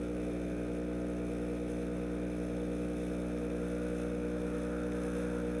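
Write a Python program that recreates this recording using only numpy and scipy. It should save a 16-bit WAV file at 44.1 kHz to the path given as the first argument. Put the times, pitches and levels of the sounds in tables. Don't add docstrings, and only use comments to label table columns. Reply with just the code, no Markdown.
import sys
import numpy as np
from scipy import signal
from scipy.fft import rfft, irfft, next_fast_len
from scipy.io import wavfile

SR = 44100
rng = np.random.default_rng(int(sys.argv[2]) if len(sys.argv) > 2 else 0)


def generate_wav(sig):
    pcm = np.round(np.clip(np.atleast_2d(sig).T, -1, 1) * 32767).astype(np.int16)
    wavfile.write(sys.argv[1], SR, pcm)


def invert_db(level):
    return 10 ** (np.asarray(level, dtype=float) / 20)


N = 246959

MAINS_HZ = 59.992
# centre_hz, width_hz, relative level_db
BODY_MODES = [(840, 145, -13), (1400, 205, -7.5), (1910, 360, -4), (2378, 210, -0.5), (2595, 157, -1),
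              (3126, 230, -12.5), (3345, 86, -5.5), (3620, 59, -4), (3950, 184, -13), (5255, 304, -13),
              (6220, 460, -11.5), (7860, 390, -17), (8500, 230, -13), (9520, 420, -10), (10420, 780, -15.5),
              (12400, 1700, -29), (13900, 370, -25)]


def rms_one(x):
    return x / np.sqrt(np.mean(x ** 2) + 1e-20)


def in_time(rows):
    time_s, *columns = np.transpose(rows)
    return [np.interp(np.arange(N) / SR, time_s, column) for column in columns]


def bumps(rows, width_s):
    t = np.arange(N) / SR
    return sum(db * np.exp(-0.5 * ((t - centre_s) / width_s) ** 2) for centre_s, db in rows)


def drift(rate_hz):
    pole = np.exp(-80 * np.pi * rate_hz / SR)
    noise = rng.standard_normal(N // 40 + 2002)
    slow = signal.lfilter([1], [1, -2 * pole, pole * pole], noise)[2000:]
    return np.interp(np.arange(N) / 40, np.arange(len(slow)), rms_one(slow))


def resonate(x, modes):
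    out = np.zeros(N)
    for k, (hz, width_hz, db) in enumerate(modes):
        radius = np.exp(-np.pi * width_hz / SR)
        b = (1 - radius * radius) / 2 * np.array([1, 0, -1])
        a = [1, -2 * radius * np.cos(2 * np.pi * hz / SR), radius * radius]
        out += (-1) ** k * invert_db(db) * signal.lfilter(b, a, x)
    return out


def hum(push_ms, smear, lead, waver_db):
    # first_db, last_db (rms)
    low_overtones = [(-46, -45.5), (-52.5, -51.5), (-44, -42), (-47, -45), (-40.5, -42), (-49, -51.5),
                     (-49.5, -53), (-46.5, -42), (-50.5, -51)]
    # time_s, tenth_db, eleventh_db (rms)
    handover = [(0, -67, -57.5), (.9, -66, -53.5), (2.4, -59, -55), (3.6, -54.5, -57), (4.4, -50, -71),
                (5.6, -53, -72)]
    buzz = [-66, -67, -69.5, -73.5, -84, -76.5, -95, -74.5, -72.5, -66, -77.5, -87.5, -70, -72, -72.5, -84,
            -82, -80, -75.5, -77, -82, -82, -94, -85, -75.5, -71.5, -75.5, -81.5, -69, -72.5, -76]
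    # centre_s, depth_db
    dropouts = [(.5, 20), (1.17, 9), (2.4, 6), (3.2, 6.0)]
    tenth_share = 0.64
    in_step_above = 8

    levels = [np.linspace(first, last, N) for first, last in low_overtones]
    levels += in_time(handover) + list(buzz)
    dropout_db = bumps(dropouts, width_s=0.1)
    levels[7] = levels[7] - dropout_db
    levels[9] = levels[9] + tenth_share * dropout_db

    turn = 2 * np.pi * MAINS_HZ * (np.arange(N) / SR - push_ms / 1000)
    out = np.zeros(N)
    for k, db in enumerate(levels, 1):
        loose = np.tanh(k / 10)
        waver = waver_db * loose * drift(1.87)
        phase = k * turn + smear * min(k, in_step_above) ** 2 + lead
        phase = phase + 0.71 * loose * drift(2.6)
        out += invert_db(db + waver) * np.cos(phase)
    return np.sqrt(2) * out


def ticks(jitter_us, uneven_db, dull_hz, burst_ms):
    # delay_ms, relative level_db, brightness (0-1)
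    contacts = [(1.25, -3.5, 1), (7.9, -5.5, 0.08), (14.1, -6.5, 0), (14.9, -5, 0.99), (16.55, -7.5, 1)]
    starts_s = np.arange(-1, N / SR * MAINS_HZ) / MAINS_HZ
    sharp, soft = np.zeros(N + 1), np.zeros(N + 1)
    for delay_ms, db, bright in contacts:
        chance = rng.standard_normal((len(starts_s), 2))
        at = (starts_s + delay_ms / 1000 + jitter_us * 1e-6 * chance[:, 0]) * SR
        inside = (at >= 0) & (at < N - 1)
        size = invert_db(db + uneven_db * chance[:, 1])[inside]
        at = at[inside]
        i, share = at.astype(int), np.clip(bright, 0, 1)
        for offset, weight in ((0, 1 - at % 1), (1, at % 1)):
            sharp[i + offset] += share * weight * size
            soft[i + offset] += (1 - share) * weight * size
    sharp, soft = sharp[:N] + 1e-18, soft[:N] + 1e-18
    dulled = signal.sosfilt(signal.butter(2, dull_hz, fs=SR, output="sos"), soft)
    fade = np.exp(-1000 / (burst_ms * SR))
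    gate = signal.lfilter([1], [1, -fade], sharp)
    return rms_one(sharp + dulled), gate


def valves(hiss_db):
    clicks, gate = ticks(jitter_us=18, uneven_db=1.5, dull_hz=3000, burst_ms=1.5)
    spurts = rms_one(gate * rng.standard_normal(N))
    spurts = signal.sosfilt(signal.butter(2, 6000, "high", fs=SR, output="sos"), spurts)
    steady = rng.standard_normal(N) * invert_db(1.05 * drift(27))
    struck = invert_db(-6.5) * clicks + invert_db(-3.5) * spurts + invert_db(-3) * steady
    rung = rms_one(resonate(struck, BODY_MODES))
    lower = signal.lfilter(*signal.butter(1, 5000, fs=SR), rung)
    upper = rung - lower
    swing_db = hiss_db - np.mean(hiss_db)
    return invert_db(-58.5) * (invert_db(0.28 * swing_db) * lower + invert_db(1.02 * swing_db) * upper)


def flow():
    # time_s, level_db
    hiss_course = [(0, -64.5), (.9, -66), (1.3, -63.5), (2.3, -66), (2.7, -62.5), (3.6, -61.5), (4.1, -63),
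                   (4.95, -62.5), (5.07, -59), (5.6, -62)]
    # centre_s, rise_db
    surges = [(.77, 3.5), (1.71, 4), (2.84, 1), (3.05, 1)]
    return in_time(hiss_course)[0] + bumps(surges, width_s=0.025) + 1.17 * drift(5.3)


def spits():
    # time_s, level_db (before a 29 dB lift and the ringing)
    air_spits = [(3.3757, -44), (3.5029, -46), (4.9202, -42)]
    knocks = np.zeros(N) + 1e-18
    for time_s, db in air_spits:
        knocks[round(time_s * SR)] = invert_db(db + 29)
    return resonate(knocks, BODY_MODES[2:11])


def stream(cup_db):
    # centre_hz, width_hz, relative level_db
    cup_modes = [(780, 370, -10.5), (1384, 195, 2.5), (1670, 330, -3.5)]
    sizes = rng.choice([-1, 1], N) * invert_db(2.5 * np.minimum(rng.exponential(1, N), 3))
    splashes = (rng.random(N) < 2500 / SR) * sizes
    burble = np.zeros(N)
    for k, bubble_hz in enumerate(np.geomspace(650, 1900, num=24)):
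        shifted = np.roll(splashes, 997 * k) + 1e-18
        burble += invert_db(2.3 * drift(9)) * resonate(shifted, [(bubble_hz, 45, 0)])
    poured = rms_one(burble) + 0.79 * rms_one(splashes)
    return invert_db(cup_db - 2.5) * rms_one(resonate(poured, cup_modes))


def drone():
    # pitch_hz, level_db (rms)
    tones = [(470.07, -51), (705.1, -72), (763.9, -72), (881.4, -77), (555.8, -60), (524.2, -63),
             (40.4, -72)]
    t = np.arange(N) / SR
    out = np.zeros(N)
    for k, (hz, db) in enumerate(tones):
        level = np.sqrt(2) * invert_db(db + 0.6 * drift(1.2))
        out += level * np.sin(2 * np.pi * hz * t + 0.08 * drift(1.1) + k)
    return out


def rumble():
    # frequency_hz, density_db (per Hz)
    spectrum = [(20, -91), (38, -80), (75, -85.5), (125, -76.5), (160, -75), (205, -73), (240, -81),
                (270, -72), (300, -81.5), (400, -78.5), (510, -72.5), (600, -77), (800, -91), (1050, -97.5),
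                (3000, -104), (15000, -125)]
    size = next_fast_len(N)
    hz, db = np.transpose(spectrum)
    bins_hz = np.arange(size // 2 + 1) * SR / size
    shape_db = np.interp(np.log(bins_hz + 1), np.log(hz), db)
    noise = rfft(rng.standard_normal(size))
    return irfft(noise * invert_db(shape_db) * np.sqrt(SR / 2), size)[:N]


def scene():
    # time_s, level_db (before a 2.5 dB cut)
    cup_course = [(0, -59), (.95, -57), (1.7, -58.5), (2.15, -55), (2.55, -57.5), (3.9, -53.5),
                  (4.5, -50.5), (5.05, -50), (5.2, -48.5), (5.6, -50.5)]
    pump = hum(push_ms=15.09, smear=0.5784, lead=1.09, waver_db=1.1) + valves(flow()) + spits()
    return (pump + stream(*in_time(cup_course)) + drone() + rumble())[None]


def low_pass(x):
    return signal.sosfilt(signal.butter(12, 15340, fs=SR, output="sos"), x)


def record(dry):
    heard = signal.sosfilt(signal.butter(4, 14300, fs=SR, output="sos"), dry)
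    return low_pass(heard)


dry = scene()
out = record(dry)
generate_wav(out)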